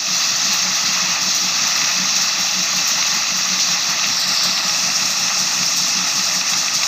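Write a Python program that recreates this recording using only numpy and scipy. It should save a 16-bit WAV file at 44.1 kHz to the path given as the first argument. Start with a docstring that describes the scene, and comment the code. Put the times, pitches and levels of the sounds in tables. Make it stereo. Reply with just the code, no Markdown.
"""Outdoors at a small stone crushing plant, heard some way off on a hand-held phone.
Behind everything a diesel hums, and a jaw crusher groans about five times a second.
Over them, stones rattle and slide through a steel drum screen, clack singly and pour out
in bright rushes. The grip on the phone shifts once and recolours the treble."""
import sys
import numpy as np
from scipy import signal
from scipy.fft import rfft, irfft
from scipy.io import wavfile
from scipy.ndimage import uniform_filter1d, map_coordinates

SR = 44100
rng = np.random.default_rng(int(sys.argv[2]) if len(sys.argv) > 2 else 0)


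def dump_mix(stems):
    """Bounce the given channels to the path in sys.argv[1] as a 16-bit WAV at rate SR."""
    frames = np.atleast_2d(stems).T  # one column per channel
    limited = np.clip(frames, -1, 1)  # hard clip at full scale
    pcm = np.round(limited * 32767).astype(np.int16)
    wavfile.write(sys.argv[1], SR, pcm)


N = 302967
TIME = np.arange(N) / SR

# Stone moving through the drum: (time [s], rattle level [dB], slide level [dB])
FLOW = [(0, -31, -22), (.12, -27, -19), (.2, -26.5, -18), (.55, -25.5, -18), (1.12, -24.5, -20),
        (1.3, -27, -18), (1.85, -24.5, -18.5), (2.3, -26.5, -19), (2.8, -25.8, -19), (3, -24, -18),
        (3.3, -26, -19.5), (3.8, -26, -18.5), (4, -24, -19.5), (4.15, -26, -18.5), (5.62, -26.5, -19),
        (5.78, -29.5, -18.5), (5.95, -26.5, -19), (6.87, -27.5, -20)]
# Rushes of stone leaving the drum: (time [s], slide level [dB], grit level [dB])
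POURS = [(0.1416, -24, -33), (0.4439, -25, -34), (0.5292, -22, -25), (0.7452, -18, -31), (0.85, -16, -40),
         (0.9233, -20, -34), (1.05, -26, -40), (1.2146, -21, -31), (1.345, -21, -27), (1.6726, -24, -31),
         (1.76, -24, -32), (2.151, -14, -30), (2.2124, -27, -30), (2.391, -21, -31), (2.6254, -19, -33),
         (2.7591, -26, -29), (2.87, -20, -24), (3.0679, -24, -33), (3.1398, -27, -32), (3.3618, -24, -30),
         (3.595, -12, -36), (3.698, -23, -34), (3.89, -23, -31), (4.0642, -21, -31), (4.1919, -21, -25),
         (4.2722, -23, -28), (4.3395, -22, -29), (4.4298, -20.5, -22), (4.6718, -21, -30),
         (4.7706, -27, -31), (4.9531, -23, -30), (5.0963, -23, -27), (5.19, -24, -29), (5.3817, -18, -27),
         (5.65, -28, -29), (5.7633, -19, -22), (5.875, -22, -28), (6.0666, -20, -30), (6.15, -20, -34),
         (6.2367, -27, -29), (6.3365, -23, -26), (6.4916, -21, -24), (6.57, -17, -27), (6.7376, -16, -25),
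         (6.83, -21, -29)]
# The hand on the phone: (time [s], hold [0 first, 1 shifting, 2 new])
GRIP = [(0, 0), (4.05, 0.045), (4.18, 1), (4.6, 0.9), (4.78, 2), (6.87, 2)]


def amp(db):
    return 10 ** (np.asarray(db) / 20)


def unit(x):
    return x / np.sqrt(np.mean(x ** 2) + 1e-20)


def curves(rows):
    """One value per sample for each column after the time."""
    times, *columns = np.transpose(rows)
    return [np.interp(TIME, times, column) for column in columns]


def wobble(rate):
    """A smooth random curve, rate knots a second."""
    return map_coordinates(rng.standard_normal(int(N * rate / SR) + 4), [TIME * rate])


def filtered(x, gain, size=16384):
    """x through a minimum-phase filter with the given gain over frequency."""
    cepstrum = irfft(np.log(gain(np.fft.rfftfreq(size, 1 / SR)) + 1e-6), size)
    cepstrum[1:size // 2] *= 2
    cepstrum[size // 2 + 1:] = 0
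    impulse = irfft(np.exp(rfft(cepstrum)), size)[:size // 2]
    return signal.oaconvolve(x, impulse)[:N]


def spectrum(points):
    """Gain read off (Hz, dB) points on a log axis."""
    freqs, db = np.transpose(points)
    return lambda hz: amp(np.interp(np.log(hz + 1), np.log(freqs + 1), db))


def noise(points):
    """White noise coloured by (Hz, dB) points."""
    return filtered(rng.standard_normal(N), spectrum(points))


def humps(table, hold):
    """Gain, in one hold, of steep-sided resonances whose powers add."""
    return lambda hz: np.sqrt(sum(amp(db[hold]) ** 2 / (1 + (2 * (hz - centre) / width) ** 2) ** 2
                                  for centre, width, *db in table))


def held(x, gains):
    """x coloured by each hold at equal white-noise power, cross-faded as the grip shifts."""
    grip, grid = curves(GRIP)[0], np.linspace(0, SR / 2, SR // 10)
    return sum(np.clip(1 - abs(grip - hold), 0, 1) * filtered(x, gain) / np.sqrt(np.mean(gain(grid) ** 2))
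               for hold, gain in enumerate(gains))


def rings(times, hz, size, life):
    """Damped sines, one for each knock, with a time constant of life seconds."""
    t = np.arange(min(round(4 * SR * life.max()), SR // 40)) / SR
    waves = size[:, None] * np.sin(2 * np.pi * hz[:, None] * t) * np.exp(-t / life[:, None])
    at = np.round(times * SR).astype(int)[:, None] + np.arange(len(t))
    return np.bincount(at.ravel(), waves.ravel(), N + SR)[:N]


def bursts(events, rise_s, t60_s):
    """Amplitude envelope: a quick rise at each (s, dB) event and an exponential fall."""
    marks, t = np.zeros(N), np.arange(SR // 2) / SR
    for s, db, *_ in events:
        marks[round(s * SR)] = amp(db)
    shape = (1 - np.exp(-t / rise_s)) * amp(-60 * t / t60_s)
    return signal.fftconvolve(marks, shape)[:N]


def stones(count, band_hz, cycles, spread_db, near_share, patchy_db):
    """Excitation of even colour: far stones merge into patchy noise, near ones ring for a few cycles."""
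    cells = signal.stft(rng.standard_normal(N + 512), nperseg=256)[2]
    patches = uniform_filter1d(rng.standard_normal(cells.shape), size=5, axis=0)
    patches = uniform_filter1d(patches, size=9, axis=1)
    far = signal.istft(cells * amp(patchy_db * unit(patches)), nperseg=256)[1][:N]
    low, high = band_hz
    when, pitch, chance = rng.random((count, 3)).T
    hz = low + pitch * (high - low)
    size = amp(spread_db * np.minimum(-np.log(chance), 3))  # big stones are rare
    near = rings(when * N / SR, hz, size * np.sqrt(hz), cycles / hz)
    return np.sqrt(1 - near_share) * unit(far) + np.sqrt(near_share * (high - low) / (SR / 2)) * unit(near)


def flutter():
    """A faint, fitful low flutter, opposite in sign at the two microphone ports."""
    # Left-right difference: (frequency [Hz], level [dB])
    port_spectrum = [(15, -30), (30, -8), (100, 0), (250, -7), (450, -7), (600, -30), (900, -120)]
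    fitful = unit(amp(10.3 * wobble(14)) * noise(port_spectrum))
    return amp(-60.5) * fitful * [[1], [-1]]


def diesel(load, shaft_hz=25.46):
    """Shaft orders hum, a little unsteady, over a rumble that grows under the crusher's load."""
    # Engine tones: (multiple of the shaft speed, rms level [dB])
    orders = [(2, -73), (4, -64), (10, -56), (21, -66), (22, -57), (23, -59), (24, -53.5), (26, -51),
              (27, -53), (29, -51)]
    # Colour of the rumble: (frequency [Hz], level [dB])
    rumble_spectrum = [(15, -68), (35, -42), (65, -25), (100, -16), (150, -3), (180, -1), (230, -4.5),
                       (330, -9), (415, -19), (492, -29), (560, -14.5), (730, -32), (1200, -120)]
    # How hard the machine labours: (time [s], relative level [dB])
    labour = [(0, -42), (.6, -38), (1.5, -37), (2.5, -39.5), (3.3, -38.5), (4, -38.5), (5, -38), (6, -37),
              (6.87, -39.5)]
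    turns = np.cumsum(shaft_hz * (1 + 0.001505 * wobble(1.99))) / SR
    hum = sum(amp(db + 1.5 * wobble(11)) * np.sqrt(2) * np.sin(2 * np.pi * (order * turns + rng.random()))
              for order, db in orders)
    rumble_db = curves(labour)[0] - 5.5 + 5.9 * load
    return hum + amp(rumble_db) * unit(noise(rumble_spectrum))


def jaw_crusher(start_s=0.122, period_s=0.18955, frame_hz=183.5):
    """Each stroke loads the frame, which groans roughly at its own pitch; returns groan and load."""
    # Strength of each stroke in turn: (level [dB])
    strokes = [-36.5, -39, -33.5, -30.5, -35, -33, -34, -35, -37, -38, -29, -37, -40, -31, -34.5, -41,
               -36.5, -33.5, -35, -35, -41.5, -49, -33.5, -31.5, -34, -36, -34, -41, -35.5, -31.5, -38,
               -31.5, -33.5, -36, -39, -42]
    groan, load = np.zeros((2, N + SR))
    t = np.arange(-SR // 8, SR // 8) / SR  # centred on the stroke
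    swell = np.exp(-abs(t / 0.055) ** 2.1)
    for k, db in enumerate(strokes):
        at = round((start_s + period_s * k) * SR)
        drift = np.cumsum(rng.standard_normal(len(t))) * 0.0092
        phase = 2 * np.pi * frame_hz * t + drift + rng.uniform(0, 2 * np.pi)
        groan[at:at + len(t)] += amp(db) * swell * np.sin(phase)
        load[at:at + len(t)] += swell
    roughness = amp(1.7 * wobble(40))
    return groan[SR // 8:][:N] * roughness, load[SR // 8:][:N]


def rattle(level_db):
    """Big stones tumble and sound the lower resonances of drum, chute and microphone port."""
    # Resonances: (centre [Hz], width [Hz], relative level in each of the three holds [dB])
    resonances = [(674, 187, -11, -11.5, -11.5), (838, 155, -5, -6, -6.5), (1238, 383, -1.5, -3.5, -4),
                  (1937, 550, -2.5, -5, -5.5), (2620, 465, 1, -3, -2)]
    knocks = stones(count=2200, band_hz=(550, 3300), cycles=5.5, spread_db=2, near_share=0.2, patchy_db=1)
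    return held(amp(level_db) * knocks, [humps(resonances, hold) for hold in range(3)])


def slide(level_db):
    """Middling stones slide over the steel, sounding the upper resonances and surging at each pour."""
    # Resonances: (centre [Hz], width [Hz], relative level in each of the three holds [dB])
    resonances = [(3450, 540, -7, -5.5, -9), (4028, 556, -2.5, 0.5, -4.5), (4634, 760, -2.5, 2, -3.5),
                  (5450, 810, -0.5, 4, 0.5), (5930, 590, 1, 0, -0.5), (6500, 560, -2, -17, -2.5),
                  (6900, 790, -16, -17, -22.5)]
    chinks = stones(count=2500, band_hz=(3200, 7500), cycles=12.4,
                    spread_db=0, near_share=0.15, patchy_db=0.8)
    envelope = np.hypot(amp(level_db), bursts(POURS, rise_s=0.006, t60_s=0.28))
    return held(chinks * envelope, [humps(resonances, hold) for hold in range(3)])


def grit(swing_db):
    """Fine grit fizzes in the top of the treble and flares at each pour."""
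    # Colour of the grit, one list for each hold: (frequency [Hz], level [dB])
    colours = [
        [(4120, -41.5), (7000, -5), (7860, -13.5), (9350, -26), (11600, -26), (13800, -7.5), (14800, -11),
         (15500, -17.5)],
        [(4120, -37), (7000, 0), (7290, -4), (7760, -6), (8660, -14), (10400, -44), (10800, -33), (12000, -20),
         (12700, -12), (14500, -13), (15500, -21)],
        [(4120, -30), (7000, 0), (7480, -8), (8720, -12), (10300, -28), (11600, -29), (12700, -14.5),
         (13600, -11.5), (14600, -11.5), (15500, -24)],
    ]
    ticks = stones(count=2500, band_hz=(7000, 15500), cycles=12,
                   spread_db=2, near_share=0.11, patchy_db=0.3)
    hold_db = np.interp(curves(GRIP)[0], [0, 1, 2], [-38.5, -34.5, -33.5])
    fizz = amp(hold_db + swing_db + 0.7 * wobble(9))
    rushes = bursts([(s, db) for s, _, db in POURS], rise_s=0.0034, t60_s=0.21)
    return held(ticks * np.hypot(fizz, rushes), [spectrum(colour) for colour in colours])


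def clacks():
    """Single big stones strike the shell: a crack of first contact and a brief ring."""
    # Strikes: (time [s], relative level [dB], brightness [dB])
    strikes = [(0.1024, -14, -9), (1.8151, -6, -13), (1.845, -5.5, -20), (2.019, -7.5, -10),
               (2.1652, -10, -7), (2.2013, -14, -9), (2.3077, -15, -6), (2.5303, -16, -5), (2.785, -8, -11),
               (2.907, -11, -5), (3.026, -5, -12), (3.2525, -20, -10), (3.5902, -7.5, -9), (3.733, -12, -2),
               (3.756, -19, -5), (3.8864, -17, -9), (3.995, -6.5, -14), (4.042, -6, -2), (4.5774, -6, -2),
               (4.6358, -13, -9), (4.694, -7, -10), (4.7463, -14, -6), (5.2814, -7, -12),
               (5.631, -4.5, -16), (5.7094, -16, -8), (6.1952, -6, -13), (6.412, -6, -16), (6.535, -7, 2),
               (6.655, -13, -10), (6.6816, -7, -16), (6.8334, -5, -2)]
    # Modes of the struck shell: (frequency [Hz], relative level [dB], life [s], share of brightness)
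    modes = [(1240, -11.5, 0.0034, 0), (2670, -2.5, 0.0034, 0.21), (3760, 4.5, .0018, 0.93)]
    # Colour of the first contact: (frequency [Hz], level [dB])
    crack_spectrum = [(500, -38), (1200, -14), (2550, 3), (3120, -3), (3800, 5), (5500, -20), (9000, -41)]
    times, db, bright_db = np.transpose(strikes)
    ring = np.zeros(N)
    for hz, mode_db, life, share in modes:
        detuned_hz = hz * (1 + 0.012 * rng.standard_normal(len(times)))
        size = amp(db - 7 + mode_db + share * bright_db)
        ring += rings(times, detuned_hz, size, np.full(len(times), life))
    # The ring of each strike carries no deep bass.
    ring = filtered(ring, lambda hz: hz ** 2 / np.hypot(hz ** 2, 700 ** 2))
    crack = bursts(strikes, rise_s=0.00043, t60_s=0.02) * unit(noise(crack_spectrum))
    return ring + amp(-8) * crack


def drum_screen(lull_half_s=0.024):
    """Three sizes of stone share the drum's tumbling, and single clacks ring over them."""
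    # The sliding stone thins for a moment: (time [s], depth [dB])
    lulls = [(.67, 1), (1.18, 3), (1.52, 2), (2.05, 0.5), (2.35, 1), (2.67, 1.5), (3.03, 1.5), (3.25, 2),
             (3.77, 2.5), (3.95, 2), (4.26, 2), (4.62, 2.5), (4.91, 0.5), (5.15, 2), (5.32, 2.5), (5.5, 1),
             (6.04, 1.5), (6.44, 2.5), (6.71, 2.5)]
    rattle_db, slide_db = curves(FLOW)
    slide_db -= sum(db * np.exp(-((TIME - s) / lull_half_s) ** 2) for s, db in lulls)
    grit_swing_db = 1.3 * (slide_db - slide_db.mean())  # grit swings wider than the slide
    tumble = wobble(13)
    return (rattle(rattle_db + 0.51 * tumble) + slide(slide_db + 0.25 * tumble)
            + grit(grit_swing_db + 0.4 * tumble) + clacks())


def scene():
    """Both microphone ports hear the plant alike; only the flutter differs between them."""
    groan, load = jaw_crusher()
    return flutter() + drum_screen() + groan + diesel(load)


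def record(dry, ceiling=0.7, low_cut_hz=48, top_hz=15550):
    """The phone rounds off the tallest peaks, drops the deep bass and cuts all above its band limit."""
    rounded = dry / (1 + abs(dry / ceiling) ** 4) ** (1 / 4)
    hz = np.fft.rfftfreq(N, 1 / SR)
    response = hz ** 2 / np.hypot(hz ** 2, low_cut_hz ** 2) * (hz < top_hz)
    return irfft(rfft(rounded) * response, N)


dry = scene()
out = record(dry)
dump_mix(out)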